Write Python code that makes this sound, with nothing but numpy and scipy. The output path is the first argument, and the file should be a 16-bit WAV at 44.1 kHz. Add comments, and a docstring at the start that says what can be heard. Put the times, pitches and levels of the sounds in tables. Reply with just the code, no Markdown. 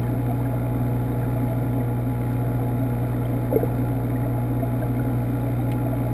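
"""Aquarium from a submerged camera

Heard through a sealed housing. A mains-driven pump hums and rattles every cycle; stirred water
rings the resonances of tank and housing. Bubbles plop, small ticks snap, a few big bubbles gulp.
The camera holds each of its slow samples, so a mirror image of the sound hisses around 12 kHz."""
import sys
import numpy as np
from scipy import signal
from scipy.fft import rfft, irfft, next_fast_len
from scipy.io import wavfile
from scipy.ndimage import map_coordinates

SR = 44100
rng = np.random.default_rng(int(sys.argv[2]) if len(sys.argv) > 2 else 0)


def store_wav(level_fs):
    """Save 16-bit WAV to argv[1]."""
    pcm = np.round(np.clip(np.atleast_2d(level_fs), -1, 1) * 32767)
    wavfile.write(sys.argv[1], SR, pcm.T.astype(np.int16))


N = 270333
TIME_S = np.arange(N) / SR
MAINS_HZ = 59.9733

# Pump vibration: mains_multiple, rms_db
PUMP_HARMONICS = [(1, -36.0), (2, -25.1), (3, -40.5), (4, -36.3), (5, -44.4), (6, -44.6), (7, -51.6),
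                  (8, -43.1), (9, -50.5), (10, -49.7), (11, -49.2), (12, -48.9), (14, -44.8), (16, -60.9),
                  (17, -61.3), (19, -62.3), (23, -62.2)]
# Tank and housing resonances: centre_hz, width_hz, gain_db
RESONANCES = [(41, 25, -15), (89, 34, -14), (136.2, 29, -6), (180, 12, -15), (250.6, 37.5, -6.5),
              (272.2, 31, -0.5), (312.4, 28, -9.5), (414, 49, -17), (483, 52, -16), (547.5, 48, -19),
              (660.4, 67, -14), (737, 54, -25.5), (842, 47, -16), (1003, 37, -24.5), (1174, 37, -25.5),
              (1378, 174, -25), (1980, 500, -39), (2150, 91, -31), (2430, 270, -40.5), (3093, 200, -43),
              (3646, 410, -42), (4200, 400, -53), (4930, 270, -54)]
# Floor under the resonances: freq_hz, gain_db
RESONANCE_FLOOR = [(15, -38.5), (30, -25.5), (200, -19.5), (800, -22.5), (950, -28.5), (2400, -36.5),
                   (2750, -50), (5000, -54), (6000, -63.5)]
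# Rotor contacts within a mains cycle: phase_cycles, gain_db
ROTOR_CONTACTS = [(.61, -6.5), (.75, -3), (.87, 2.5), (.95, -2.5), (1.0, 0), (1.12, 2), (1.23, -8)]
# Distinct bubbles: start_s, pitch_hz, level_db
CLEAR_BUBBLES = [(0.033, 3150, -43), (0.04, 1800, -37), (0.075, 1690, -33), (0.286, 730, -23),
                 (0.303, 693, -16.5), (0.401, 900, -28), (0.454, 1625, -31), (0.482, 700, -31),
                 (0.532, 655, -18), (1.046, 683, -26), (1.123, 3750, -43), (1.23, 1610, -31),
                 (1.358, 652, -20), (1.517, 652, -24), (1.805, 1940, -34), (2.59, 775, -25.5),
                 (2.792, 3750, -45), (2.822, 660, -24), (3.025, 634, -29), (3.143, 1900, -36),
                 (3.254, 3160, -38.5), (3.514, 853, -23), (3.558, 2150, -31), (3.588, 688, -18.5),
                 (3.603, 670, -21), (3.611, 1580, -33), (3.673, 900, -27.5), (3.776, 468, -23),
                 (4.158, 1894, -29), (4.233, 1920, -33), (4.257, 643, -17), (4.377, 669, -22.5),
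                 (4.597, 1840, -34), (4.624, 669, -14.5), (4.738, 660, -21), (4.822, 626, -19),
                 (4.822, 1582, -28), (4.949, 2120, -38), (4.994, 1444, -25), (5.412, 3730, -47),
                 (5.592, 780, -22), (5.611, 3750, -43), (5.861, 668, -18.5), (5.928, 648, -18),
                 (6.061, 630, -21)]
# Snaps on the housing: start_s, peak_db, centre_hz
HOUSING_TICKS = [(2.3281, -48, 4580), (5.3974, -45.5, 3170), (5.6655, -54, 2510), (5.7167, -30, 2460)]
# Big bubbles: start_s, pitch_hz, level_db, t60_s, rise_cycles
BIG_BUBBLES = [(3.525, 520, -4, 0.029, 2.1), (3.539, 570, -7.5, 0.032, 1.8), (3.560, 444, -4, 0.064, 0.68),
               (3.631, 478, -0.5, 0.025, 2)]


def amp(db):
    """Decibels to gain."""
    return 10 ** (np.asarray(db) / 20)


def unit_rms(x):
    """Scale to rms 1."""
    return x / np.sqrt(np.mean(x ** 2) + 1e-20)


def wobble(rate_hz):
    """Smooth random curve, knots at rate_hz."""
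    return map_coordinates(rng.standard_normal(int(N * rate_hz / SR) + 4), [TIME_S * rate_hz])


def filtered(x, response):
    """Apply response(hz) by FFT."""
    size = next_fast_len(N + SR // 2)
    return irfft(rfft(x, size) * response(np.fft.rfftfreq(size, 1 / SR)), size)[..., :N]


def tank_response(hz):
    """Tank and housing, minimum phase: resonances add in power over a smooth floor."""
    floor_hz, floor_db = np.transpose(RESONANCE_FLOOR)
    power = amp(np.interp(np.log(hz + 1), np.log(floor_hz), floor_db)) ** 2
    for centre_hz, width_hz, gain_db in RESONANCES:
        power += (amp(gain_db) / (1 + (2 * (hz - centre_hz) / width_hz) ** 2)) ** 2
    cepstrum = irfft(np.log(power) / 2)
    half = len(cepstrum) // 2
    cepstrum[1:half] *= 2
    cepstrum[half + 1:] = 0
    return np.exp(rfft(cepstrum))


def rings(start_s, pitch_hz, level_db, t60_s, rise_cycles):
    """Sum of damped tones, each with a soft onset."""
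    start_s, pitch_hz, level_db, t60_s, rise_cycles = (
        np.reshape(column, (-1, 1)) for column in (start_s, pitch_hz, level_db, t60_s, rise_cycles))
    age_s = np.arange(SR // 10) / SR
    swell = 1 - np.exp(-age_s * pitch_hz / rise_cycles)
    tones = amp(level_db - 60 * age_s / t60_s) * swell * np.sin(2 * np.pi * pitch_hz * age_s)
    index = np.round(start_s * SR).astype(int) + np.arange(len(age_s))
    return np.bincount(index.ravel(), tones.ravel(), N + SR)[:N]


def pump_hum():
    """Mains harmonics; the odd ones, from unequal half strokes, crest early."""
    hum = np.zeros(N)
    for k, rms_db in PUMP_HARMONICS:
        crest_cycles = 0.41 if k % 2 else 0.49
        spread_rad = 0.2 * max(k - 4, 0) ** 2
        phase_rad = 2 * np.pi * k * (MAINS_HZ * TIME_S - crest_cycles) + spread_rad
        waver_db = 0.2 * np.sqrt(k) * wobble(rate_hz=5)
        hum += np.sqrt(2) * amp(rms_db + waver_db) * np.cos(phase_rad)
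    return hum


def stirred_water(rms_db=-29.5, lowpass_hz=1050):
    """Pump outlet turbulence rings the low resonances, surging slightly."""
    surge_db = 0.41 * wobble(rate_hz=1.5) + 0.61 * wobble(rate_hz=25)
    turbulence = amp(surge_db) * rng.standard_normal(N)
    rumble = filtered(turbulence, lambda hz: tank_response(hz) / (1 + (hz / lowpass_hz) ** 6))
    return amp(rms_db) * unit_rms(rumble)


def rotor_rattle(rms_db=-45.5, highpass_hz=950, t60_cycles=0.28):
    """The rotor chatters at the same points of every mains cycle, over a steady rush."""
    cycles = MAINS_HZ * TIME_S
    scatter_db = rng.standard_normal((int(cycles[-1]) + 3, len(ROTOR_CONTACTS)))
    envelope = np.full(N, 0.42)  # steady rush
    for k, (phase_cycles, gain_db) in enumerate(ROTOR_CONTACTS):
        turn, age_cycles = np.divmod(cycles - phase_cycles, 1)
        knock_db = gain_db + scatter_db[turn.astype(int) + 2, k]
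        envelope += amp(knock_db - 60 * age_cycles / t60_cycles)
    chatter = envelope * rng.standard_normal(N)
    rattle = filtered(chatter, lambda hz: tank_response(hz) / (1 + (highpass_hz / (hz + 1)) ** 6))
    drift_db = 0.4 * wobble(rate_hz=3)
    return amp(rms_db + drift_db) * unit_rms(rattle)


def fizz(count=270, lowest_hz=496, scatter_db=5.5, gain_db=-37):
    """Faint random bubbles over a decade of pitch, coloured by the tank."""
    when, pitch, size = rng.random((count, 3)).T
    pitch_hz = lowest_hz * 10 ** pitch
    size_db = -scatter_db * np.log(size)
    faint = rings(when * N / SR, pitch_hz, size_db, t60_s=0.014 + 22 / pitch_hz, rise_cycles=3.7)
    return amp(gain_db) * filtered(faint, tank_response)


def plops():
    """Each clear bubble rings for some tens of cycles."""
    start_s, pitch_hz, level_db = np.transpose(CLEAR_BUBBLES)
    return rings(start_s, pitch_hz, level_db, t60_s=0.02 + 35.7 / pitch_hz, rise_cycles=3)


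def ticks(t60_s=0.05):
    """Snaps on the housing: a spike and a dying noise puff through a broad, steep-sided resonance."""
    track = np.zeros(N + SR)
    age_s = np.arange(SR // 20) / SR
    for start_s, peak_db, centre_hz in HOUSING_TICKS:
        puff = 0.13 * amp(-60 * age_s / t60_s) * rng.standard_normal(len(age_s))
        puff[0] = 1  # spike
        shell = np.concatenate(signal.iirpeak(centre_hz, Q=1.25, fs=SR))
        snap = signal.sosfilt([shell] * 3, puff)
        track[round(start_s * SR):][:len(snap)] += amp(peak_db) * snap / np.abs(snap).max()
    return track[:N]


def gulps(thump_hz=275, thump_gain_db=-6.5, thump_t60_s=0.044, lag_s=0.0048):
    """Big bubbles break in a row; each thumps the tank's loudest resonance."""
    start_s, pitch_hz, level_db, t60_s, rise_cycles = np.transpose(BIG_BUBBLES)
    bubbles = rings(start_s, pitch_hz, level_db, t60_s, rise_cycles)
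    thumps = rings(start_s + lag_s, thump_hz, level_db + thump_gain_db, thump_t60_s, rise_cycles)
    return bubbles + thumps


def scene():
    """All sources reach one microphone through the housing wall."""
    return (pump_hum() + stirred_water() + rotor_rattle() + fizz() + plops() + ticks() + gulps())[None]


def record(dry, hold_hz=12000, cutoff_hz=15267):
    """Sample-and-hold: the band mirrors around the hold rate, with a notch at that rate."""
    baseband = filtered(dry, lambda hz: hz < hold_hz / 2)
    mirrored = baseband * (1 + 2 * np.cos(2 * np.pi * hold_hz * TIME_S))
    hold_response = lambda hz: np.sinc(hz / hold_hz) / np.sinc(hz / (4 * hold_hz))
    return filtered(mirrored, lambda hz: hold_response(hz) * (hz < cutoff_hz))


dry = scene()
out = record(dry)
store_wav(out)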